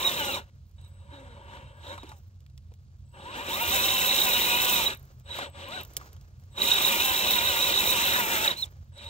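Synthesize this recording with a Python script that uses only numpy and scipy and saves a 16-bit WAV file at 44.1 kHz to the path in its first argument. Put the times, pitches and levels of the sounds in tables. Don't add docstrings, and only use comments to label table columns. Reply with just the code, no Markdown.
import sys
import numpy as np
from scipy import signal
from scipy.fft import rfft, irfft, next_fast_len
from scipy.io import wavfile
from scipy.ndimage import uniform_filter1d

SR = 44100
rng = np.random.default_rng(int(sys.argv[2]) if len(sys.argv) > 2 else 0)


def put_to_file(sound):
    columns = np.atleast_2d(sound).T
    safe = np.clip(columns, -1, 1)
    whole_steps = np.round(safe * 32767)
    wavfile.write(sys.argv[1], SR, whole_steps.astype(np.int16))


N = 400869
TIME_S = np.arange(N) / SR


def from_db(db):
    return 10 ** (np.asarray(db) / 20)


def rms_one(x):
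    return x / np.sqrt(np.mean(x ** 2) + 1e-20)


def in_time(rows):
    s, *columns = np.transpose(rows)
    return [np.interp(TIME_S, s, column) for column in columns]


def in_spans(tables):
    out = np.full((len(tables[0][0]) - 1, N), -130.)
    for rows in tables:
        inside = (TIME_S >= rows[0][0]) & (TIME_S <= rows[-1][0])
        out[:, inside] = np.array(in_time(rows))[:, inside]
    return out


def window(on, off, fade):
    return np.interp(TIME_S, [on - fade, on, off, off + fade], [0, 1, 1, 0])


def at_hz(points, hz):
    table_hz, values = np.array(points).T
    return np.interp(np.log(np.maximum(hz, 1)), np.log(table_hz), values)


def filtered(x, response):
    size = next_fast_len(N + 4096)
    hz = np.arange(size // 2 + 1) * SR / size
    return irfft(rfft(x, size) * response(hz), size)[..., :N]


def drift(rate_hz):
    r = np.exp(-2 * np.pi * rate_hz / SR)
    settled = signal.lfilter([1], [1, -2 * r, r * r], rng.standard_normal(N + SR))[SR:]
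    return rms_one(settled)


def resonate(x, hz, width_hz):
    r = np.exp(-np.pi * width_hz / SR)
    zeros = np.array([1, 0, -1]) * (1 - r * r) / 2
    return signal.lfilter(zeros, [1, -2 * r * np.cos(2 * np.pi * hz / SR), r * r], x)


# f/Hz, common share of power (0-1)
COMMON_SHARE = [(100, .99), (400, .96), (1000, .92), (2700, .86), (4000, .6), (8000, .45), (15000, .4)]


def spread_noise():
    share = lambda hz: np.clip(at_hz(COMMON_SHARE, hz), 0, 1)
    common = filtered(rng.standard_normal(N), lambda hz: np.sqrt(share(hz)))
    return common + filtered(rng.standard_normal((2, N)), lambda hz: np.sqrt(1 - share(hz)))


def coloured(spectrum, grain_db, patchy_db, treble_db=0):
    rough = spread_noise() * from_db(grain_db * drift(300))
    treble = filtered(rough, lambda hz: 1 / (1 + (10500 / np.maximum(hz, 1)) ** 8))
    lower = (rough - treble) * from_db(0.54 * patchy_db * drift(23))
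    mixed = treble * from_db(treble_db + patchy_db * drift(26)) + lower
    return rms_one(filtered(mixed, lambda hz: from_db(at_hz(spectrum, hz))))


def rattle(modes, flutter_db, flutter_rate, swell_db):
    out, teeth = 0, [spread_noise(), spread_noise()]
    for k, (hz, width_hz, level_db) in enumerate(modes):
        shaken = teeth[k % 2] * from_db(flutter_db * drift(flutter_rate) + swell_db * drift(6.0))
        ringing = resonate(resonate(shaken, hz, 1.93 * width_hz), hz, 1.93 * width_hz)
        out = out + from_db(level_db) * rms_one(ringing)
    return rms_one(out)


# f/Hz, relative level/dB per Hz
SHORE_COLOUR = [(12, -55), (25, -29), (60, -7), (78, -6), (89, 0), (100, -11.5), (120, -13.5), (132, -6.5),
                (142, -17), (164, -26), (211, -24.5), (256, -40), (628, -53), (1300, -65.5), (1670, -59.5),
                (4460, -52.5), (8990, -62), (16200, -76)]
SHORE_DB = -48


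def shore():
    return from_db(SHORE_DB) * coloured(SHORE_COLOUR, grain_db=2.0, patchy_db=-1.7)


# t/s of breaking loose, swing of the can's ring/dB, speed swing (share)
WHEELSPIN = [
    [(.065, 7, 0.00042), (.17, 4.5, 0.0036), (.265, 0, 0.0018), (.34, 8, 0.00025)],
    [(3.6, -0.5, 0.0078), (3.71, 1.5, 0), (3.83, 3, 0.027), (3.92, 0, 0.015), (4.01, 2.5, 0.0088),
     (4.09, 4, .01), (4.23, 2, 0.0032), (4.34, 7, .015), (4.45, 1.5, .01), (4.585, 1.5, .01),
     (4.72, -1, 0.014), (4.79, 0, 0.012), (4.865, 3.5, 0.0013)],
    [(6.625, -5, 0.00055), (6.74, 3, 0.011), (6.85, 4.5, .01), (7.03, 1.5, .01), (7.19, 3.5, .01),
     (7.30, 0.5, 0.041), (7.45, 2.5, .045), (7.625, 0.5, .052), (7.77, 6.5, .052), (7.90, 3.5, 0.055),
     (8.03, 1, 0.058), (8.16, 3.5, 0.037), (8.3, 1.5, 0.022), (8.43, 4, 0.004)],
]
SPEED_LAG_S = .025


def wheelspin():
    ring_db, swing = 0, 0
    for slips in WHEELSPIN:
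        s = np.array(slips)[:, 0]
        cycles = np.interp(TIME_S, s, np.arange(len(s)))
        beat = window(s[0], s[-1], .04) * np.cos(2 * np.pi * cycles)
        depth_db, share = in_time(slips)
        ring_db, swing = ring_db + depth_db * beat, swing + share * beat
    return ring_db, np.roll(swing, int(SPEED_LAG_S * SR))


# t/s, motor speed/(turns per s) before wheelspin, gear case level/dB, whine level/dB over the chassis rattle
DRIVE = [
    [(0.0, 162, -35.5, 2), (0.05, 184, -33.5, 5), (0.1, 180, -34.5, -7), (0.19, 158, -35.5, -3),
     (0.222, 141, -36, 8), (0.26, 140, -34.5, -12), (0.308, 134, -37.5, 7), (0.355, 115, -35.5, 2.5),
     (0.4, 70, -46.5, -2), (0.45, 60, -73, -7), (0.5, 45, -70, -12)],
    [(0.774, 10, -96.5, -13), (0.784, 16, -73, -12), (0.81, 24, -73.5, -15), (0.86, 34, -71, -12),
     (0.92, 28, -75.5, -18), (1.07, 20, -73, -24), (1.135, 28, -58.5, 0.5), (1.25, 25, -62.5, -3),
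     (1.45, 19, -64, -4), (1.55, 29, -53, -19), (1.63, 25, -63, -7), (1.77, 20, -69, -34),
     (1.87, 48, -50.5, -4), (1.94, 54, -49, -0.5), (1.98, 50, -61.5, -21), (2.03, 46, -61, -17),
     (2.1, 43, -59.5, -2), (2.2, 36, -83, 7)],
    [(3.03, 4.4, -104, -15), (3.11, 7, -100, -12), (3.14, 20.7, -66, -14), (3.17, 32, -58.5, -24),
     (3.26, 45, -50.5, -1.5), (3.32, 54, -49.5, 0.5), (3.37, 81, -43, 3.5), (3.4, 90, -42.5, 7.5),
     (3.45, 105, -42.5, -5), (3.49, 134, -37, 0), (3.55, 181, -35.5, 1), (3.62, 236, -34.5, 6.5),
     (3.7, 240, -31, -4.5), (3.74, 260, -30.5, 2), (3.79, 250, -30, 1.5), (3.86, 254, -30, -1.5),
     (3.93, 260, -31, 0), (4.1, 252, -30, -0.5), (4.2, 274, -29.5, -12), (4.3, 245, -30, 1.5),
     (4.42, 239, -29.5, -5.5), (4.54, 246, -30.5, 5), (4.65, 253, -29.5, -1.5), (4.79, 243, -30, -1),
     (4.86, 195, -32, -2), (4.93, 135, -40, -2), (5.0, 90, -78, -8)],
    [(5.22, 10.3, -97, -12), (5.262, 40, -61.5, -17), (5.3, 60, -49, -19), (5.37, 90, -40, -21),
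     (5.42, 76, -41, 6), (5.47, 46, -48, -4), (5.52, 25, -73, 1), (5.55, 34, -54.5, -12),
     (5.6, 46, -46.5, -29), (5.69, 51, -48.5, 2.5), (5.74, 71, -42.5, 3), (5.77, 75, -43.5, 5.5),
     (5.81, 62, -43.5, 1.5), (5.87, 48, -77, -9)],
    [(6.51, 50, -81.5, -7), (6.55, 59, -60, -23), (6.58, 105, -42, 0), (6.63, 195, -31, -15),
     (6.69, 244, -31.5, 4), (6.78, 253, -29.5, -9), (6.86, 261, -28, -2), (6.91, 242, -28.5, -8),
     (6.995, 236, -30, 2), (7.03, 260, -30, 0.5), (7.2, 259, -31, 0.5), (7.3, 249, -30, -1),
     (7.5, 245, -31, 0.5), (7.75, 244, -30, -5), (8.18, 245, -30, -1), (8.27, 226, -33, 5.5),
     (8.32, 233, -29.5, -1.5), (8.4, 215, -33, 5), (8.45, 228, -30, 5), (8.52, 160, -37.5, 1.5),
     (8.56, 120, -49.5, -13), (8.64, 120, -54.5, -19), (8.68, 45, -63, -10)],
    [(8.92, 8.2, -78, -11), (8.98, 37, -55, -29), (9.03, 41, -51, -13), (9.09, 46, -52, 3)],
]


def drive_line():
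    ring_db, swing = wheelspin()
    steady_speed = in_time([row[:2] for burst in DRIVE for row in burst])[0]
    speed = steady_speed * (1 + swing)
    return speed, np.cumsum(speed) / SR, ring_db


# cycles per motor turn, level/dB at 100 turns per s, rise/dB per doubling of speed
SHAFT_ORDERS = [(2, -16, 2), (3, -14, 7), (3.95, -10, 3), (6, -7, 2), (8, -18, 2), (11.8, -14, 5),
                (15.2, -18, 6), (10.3, -2.5, -1), (20.6, -2, -3.5), (30.9, -12, -4), (41.2, -16, -4)]
# f/Hz, level/dB
BODY_COLOUR = [(180, -7), (260, 3), (420, -12), (560, 1), (680, -6), (800, -2), (950, 5), (1200, -2),
               (1550, 3), (2000, -7), (2500, 5), (2900, 5), (3400, -1), (3850, 6.5), (4100, -17.5),
               (4600, -24.5)]


def whine(speed, turns):
    out = 0
    for order, level_db, rise_db in SHAFT_ORDERS:
        waver = .00046 * order * speed * drift(30)
        body_db = at_hz(BODY_COLOUR, order * speed)
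        flicker_db = 2.2 * drift(12) + 1.8 * drift(50)
        gain = from_db(level_db + rise_db * np.log2(speed / 100) + body_db + flicker_db)
        out = out + gain * np.sin(2 * np.pi * order * turns + waver)
    return out


# f/Hz, nominal width/Hz, level/dB
CHASSIS = [(198, 57, -4), (362, 59, -2.5), (532, 110, 0), (800, 110, -2.5), (924, 93, -1.5), (1170, 59, -1),
           (1504, 230, 3.5)]
# f/Hz, nominal width/Hz, level/dB
SHELL = [(560.2, 27, 0), (943, 50, -1), (1430, 40, -17.5), (1633, 29, -8), (2258, 40, -14), (2720, 45, -11),
         (2960, 40, -14), (3140, 45, -14)]
GRIP_WHINE, GRIP_LEAD_S = 1.15, .02


def chassis(speed, turns, whine_db, ring_db):
    grip_db = -GRIP_WHINE * np.roll(ring_db, -int(GRIP_LEAD_S * SR))
    out = rattle(CHASSIS, flutter_db=1.75, flutter_rate=86, swell_db=1.5)
    out = out + from_db(whine_db + grip_db) * whine(speed, turns)
    shell_db = -5 - 3.5 * np.log2(speed / 100)
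    return out + from_db(shell_db) * rattle(SHELL, flutter_db=2.5, flutter_rate=15.0, swell_db=2.5)


# f/Hz, nominal width/Hz, level/dB
GEAR_CASE = [(2062, 270, -6.5), (2404, 220, -5.5), (2822, 386, -1.5), (3588, 500, -2)]
# f/Hz, nominal width/Hz, level/dB
MOTOR_CAN = [(3783, 60, 6), (3860, 44, -0.5), (3967, 45, 0)]
# t/s, level/dB
CAN_RING = [(0, -0.5), (.4, -2.5), (.8, 6), (1.12, 3), (1.25, -8), (1.7, -7.5), (1.85, 2.5), (2.1, 1.5),
            (3.2, -7), (3.7, -5), (3.95, 4.5), (4.8, 0.5), (5.3, 0.5), (5.45, -3.5), (5.6, -9), (5.76, -2),
            (6.6, 8), (6.95, -3), (7.25, 4.5), (8.12, 2), (8.25, -8), (8.42, -5), (9.09, 6.5)]
GRIP_CASE = .3
CAN_THROB_DB, SPUR_RATIO = 4.5, 4.1


def gear_case(speed, turns, ring_db):
    case = from_db(-GRIP_CASE * ring_db) * rattle(GEAR_CASE, flutter_db=1.8, flutter_rate=50, swell_db=1.2)
    throb_db = CAN_THROB_DB * np.sin(2 * np.pi * turns / SPUR_RATIO)
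    surge = np.clip(speed / uniform_filter1d(speed, size=SR // 4) - 1, -.04, .04)
    can_db = in_time(CAN_RING)[0] - 3.0 + 27.0 * surge + ring_db + throb_db
    return case + from_db(can_db) * rattle(MOTOR_CAN, flutter_db=3.0, flutter_rate=41, swell_db=2.25)


# f/Hz, relative level/dB per Hz
HISS_COLOUR = [(3000, -43.5), (4300, -15), (4600, -12.5), (5300, 1.5), (7900, 1.5), (8700, -1), (10500, -8),
               (12200, 4.5), (13600, -0.5), (15100, 10), (16500, -1.5)]


def tyre_hiss(speed):
    return coloured(HISS_COLOUR, grain_db=1.15, patchy_db=2.5, treble_db=6.3 * np.log2(speed / 250))


# chassis gain/dB, hiss gain/dB, left port over right/dB
STANCE = [(0.96, 2, 2), (-0.5, 5, 2), (0.42, 1.2, 1.75), (-3.5, 0, 3.5), (0.1, 0.55, 1.4), (-6.5, 4.5, 2)]
# t/s, length/s, hiss level/dB
SKIDS = [(2.089, 0.1, -65.5), (8.575, 0.083, -49)]
FULL_SPEED = 250
# dB at full speed, dB more per halving of speed
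CHASSIS_LAW, HISS_LAW = (-5, 3.35), (-1.83, -3.1)


def truck(speed, turns, ring_db):
    halvings = np.log2(FULL_SPEED / speed)
    _, case_db, whine_db = in_spans(DRIVE)
    stance_spans = [[(burst[0][0], *row), (burst[-1][0], *row)] for burst, row in zip(DRIVE, STANCE)]
    chassis_stance_db, hiss_stance_db, facing_db = in_spans(stance_spans)
    chassis_db = case_db + CHASSIS_LAW[0] + CHASSIS_LAW[1] * halvings + chassis_stance_db
    hiss_db = case_db + HISS_LAW[0] + HISS_LAW[1] * halvings + hiss_stance_db
    hiss = tyre_hiss(speed)
    running = from_db(chassis_db) * chassis(speed, turns, whine_db, ring_db)
    running = running + from_db(case_db) * gear_case(speed, turns, ring_db) + from_db(hiss_db) * hiss
    side_db = np.where(case_db > -120, facing_db, 0) / 2 * [[1], [-1]]
    skids = sum(from_db(db) * window(s, s + length, 0.0081) for s, length, db in SKIDS)
    return from_db(side_db) * running + skids * hiss


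# t/s, peak level/dB, length/s, start f/Hz, end f/Hz
SQUEALS = [(0.049, -19, 0.062, 3870, 3636), (3.477, -35, 0.027, 3810, 3770),
           (3.531, -28.5, 0.029, 3730, 3750), (4.863, -17.5, 0.024, 3896, 3860),
           (5.305, -34.5, 0.044, 3900, 3850), (5.743, -37, 0.03, 3944, 3900),
           (6.618, -14, 0.0077, 3960, 3810), (6.715, -12.5, 0.01, 3770, 3760),
           (7.619, -20.5, 0.035, 3840, 4010), (8.477, -13.5, 0.0087, 3875, 3860),
           (8.509, -23, 0.014, 3870, 3830), (8.563, -38.5, 0.042, 3920, 4100),
           (8.58, -33.5, 0.069, 4160, 4100), (8.623, -22, 0.025, 3990, 3346)]


def squeals():
    out = np.zeros(N)
    for s, peak_db, length, start_hz, end_hz in SQUEALS:
        u = np.linspace(0, 1, int(length * SR))
        tone = np.sin(2 * np.pi * np.cumsum(start_hz + (end_hz - start_hz) * u) / SR)
        out[int(s * SR):][:len(u)] += from_db(peak_db) * np.sin(np.pi * u ** 0.44) * tone
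    return out


DB_PER_DOUBLED_RING = 39


def ticks(events, width, t60):
    length = 2600
    out, t = np.zeros(N + length), np.arange(length) / SR
    for s, peak_db, hz, treble_db in events:
        ring_s = t60 * 2 ** ((peak_db + 43.0) / DB_PER_DOUBLED_RING)
        crack = rng.standard_normal(length) * from_db(-60 * t / ring_s)
        body = resonate(crack, hz, width * hz)
        edge = resonate(resonate(crack, 13300, 4700), 14600, 4400)
        hit = body / abs(body).max() + from_db(treble_db) * edge / abs(edge).max()
        out[int(s * SR):][:length] += from_db(peak_db) * hit
    return out[:N]


FINE_GRIT_PER_S, FINE_GRIT_DB = 2, -71


def fine_grit():
    draw = rng.random((100, 3))
    s = np.cumsum(-np.log(1 - draw[:, 0])) / FINE_GRIT_PER_S
    return [(a, FINE_GRIT_DB + 8 * b, 1500 * 2.4 ** c, -24) for a, b, c in zip(s, *draw[:, 1:].T) if a < N / SR]


# t/s, body peak level/dB, colour f/Hz, treble level/dB over the body peak
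TICKS = [(.345, -30, 6000, -17), (.655, -64, 7000, -18), (.695, -61.5, 5300, -21), (.713, -57.5, 7000, -16),
         (0.8135, -52, 3940, -22), (0.848, -51, 3630, -27), (2.0926, -40.5, 4140, -31.5),
         (2.4049, -53, 2500, -8), (2.4638, -47, 890, -16.5), (2.4992, -54.5, 1790, -16),
         (2.5775, -41.5, 1710, -23), (2.7387, -48.5, 1560, -22), (4.811, -40.5, 7000, 10),
         (4.876, -46, 7000, 8), (4.948, -52, 7000, 14), (4.972, -55, 7000, 15), (4.995, -56, 6000, 12),
         (5.028, -58.5, 7000, 11), (5.052, -62, 7000, 11), (5.143, -72, 7150, 6), (5.198, -53, 4970, -6),
         (5.3063, -45.5, 3840, -25), (5.387, -33, 2300, -40), (5.5, -62, 7000, 12), (5.685, -52, 7000, 13),
         (5.7094, -39, 2707, -24), (5.8094, -41, 3860, 6), (5.8326, -39, 3600, 7), (5.8494, -39.5, 3460, 3),
         (5.9354, -43, 3820, -1), (5.9668, -16, 4640, -7), (6.012, -50, 2800, -23), (6.09, -55, 2300, -19),
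         (6.13, -40.5, 3270, -3), (6.165, -46, 800, -18), (6.2118, -46, 3131, -12.5),
         (6.31, -63, 6000, -5.5), (6.398, -53, 3340, -20), (6.437, -52, 3840, -16),
         (8.98, -45.5, 3660, -29)]


def grit():
    return ticks(TICKS + fine_grit(), width=2.9, t60=0.019)


# stop t/s, level/dB, held/s
TRICKLE = [(0.42, -72, 0.021), (2.15, -68.5, 0.016), (4.97, -61.5, 0.13), (5.82, -54, 0.25),
           (6.35, -73, 0.15), (8.62, -62, 0.14)]
# f/Hz, relative level/dB per Hz
TRICKLE_COLOUR = [(150, -51), (250, -8.5), (578, -8), (900, -14), (1680, -10), (1860, -18), (3600, -23),
                  (6650, -20), (10100, -38.5), (15100, -24.5), (16200, -17)]
TRICKLE_FALL_DB_PER_S, TRICKLE_FLOOR_DB = 91, -70.5


def trickle():
    gain = from_db(TRICKLE_FLOOR_DB)
    for s, db, held in TRICKLE:
        fallen_db = TRICKLE_FALL_DB_PER_S * np.maximum(TIME_S - s - held, 0)
        gain = gain + window(s, 99, 0.01) * from_db(db - fallen_db)
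    return gain * coloured(TRICKLE_COLOUR, grain_db=-1.0, patchy_db=4.5)


# on t/s, off t/s,
# middle tone level/dB and level/dB of each side tone, both at 30 turns per s
PART_THROTTLE = [(.78, 1.15, -84, -75), (1.18, 2.0, -74, -75), (3.066, 3.62, -66.5, -69),
                 (5.258, 5.81, -66, -76), (6.53, 6.587, -68.5, -72), (8.938, 9.2, -65.5, -69)]
WHISTLE_HZ, WHISTLE_RISE_DB, WHISTLE_FADE_S = 8010, 3.5, .03


def whistle(speed, turns):
    carrier = np.sin(2 * np.pi * WHISTLE_HZ * TIME_S)
    middle, sides = 0, 0
    for on, off, middle_db, side_db in PART_THROTTLE:
        sounding = window(on, off, WHISTLE_FADE_S)
        middle = middle + from_db(middle_db) * sounding
        sides = sides + from_db(side_db) * sounding
    poles = np.cos(2 * np.pi * 5 * turns)
    swelling = middle * from_db(3.0 * drift(8)) + 2 * sides * from_db(1.5 * drift(8)) * poles
    return from_db(WHISTLE_RISE_DB * np.log2(speed / 30)) * carrier * swelling


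# t/s, body peak level/dB, colour f/Hz
KNOCKS = [(1.978, -33.5, 1018), (2.032, -34.5, 322), (2.117, -36.5, 1070), (2.718, -48, 443),
          (5.387, -24.5, 940), (5.969, -40.5, 483), (6.012, -37.5, 1160)]
KNOCK_TREBLE_DB = -49


def knocks():
    return ticks([knock + (KNOCK_TREBLE_DB,) for knock in KNOCKS], width=0.24, t60=0.045)


# on t/s, off t/s, level/dB, f/Hz, width/Hz (halved for the mode's nominal width)
SCRUB = (8, 8.5, -35, 1657, 704.5)


def scrub():
    on, off, level_db, hz, width_hz = SCRUB
    rubbing = rattle([(hz, width_hz / 2, 0)], flutter_db=4.5, flutter_rate=33, swell_db=1.5)
    return from_db(level_db) * window(on, off, .05) * rubbing


# f/Hz, lag/samples
RIGHT_LAG = [(60, 15), (200, 14), (860, 7.15), (1900, 14.87), (4000, 13.8), (8000, 6.4), (14000, 10)]
# f/Hz, level/dB
LEFT_OVER_RIGHT = [(30, -0.5), (70, -3.5), (120, 1.5), (240, -5.5), (480, 0), (950, -1.5), (1890, 2.5),
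                   (3770, -6.5), (7520, 1.5), (15000, -6.5)]


def ports(x):
    late = lambda hz: np.exp(-2j * np.pi * hz * at_hz(RIGHT_LAG, hz) / SR * [[0], [1]])
    shade = lambda hz: from_db(at_hz(LEFT_OVER_RIGHT, hz) / 2 * [[1], [-1]])
    return filtered(x, lambda hz: late(hz) * shade(hz))


def scene():
    speed, turns, ring_db = drive_line()
    background = shore() + trickle()
    driving = truck(speed, turns, ring_db) + squeals() + whistle(speed, turns) + scrub()
    return ports(background + driving + grit() + knocks())


CUTOFF_HZ = 15730


def record(dry):
    return signal.sosfilt(signal.ellip(10, .5, 60, CUTOFF_HZ, fs=SR, output="sos"), dry)


dry = scene()
out = record(dry)
put_to_file(out)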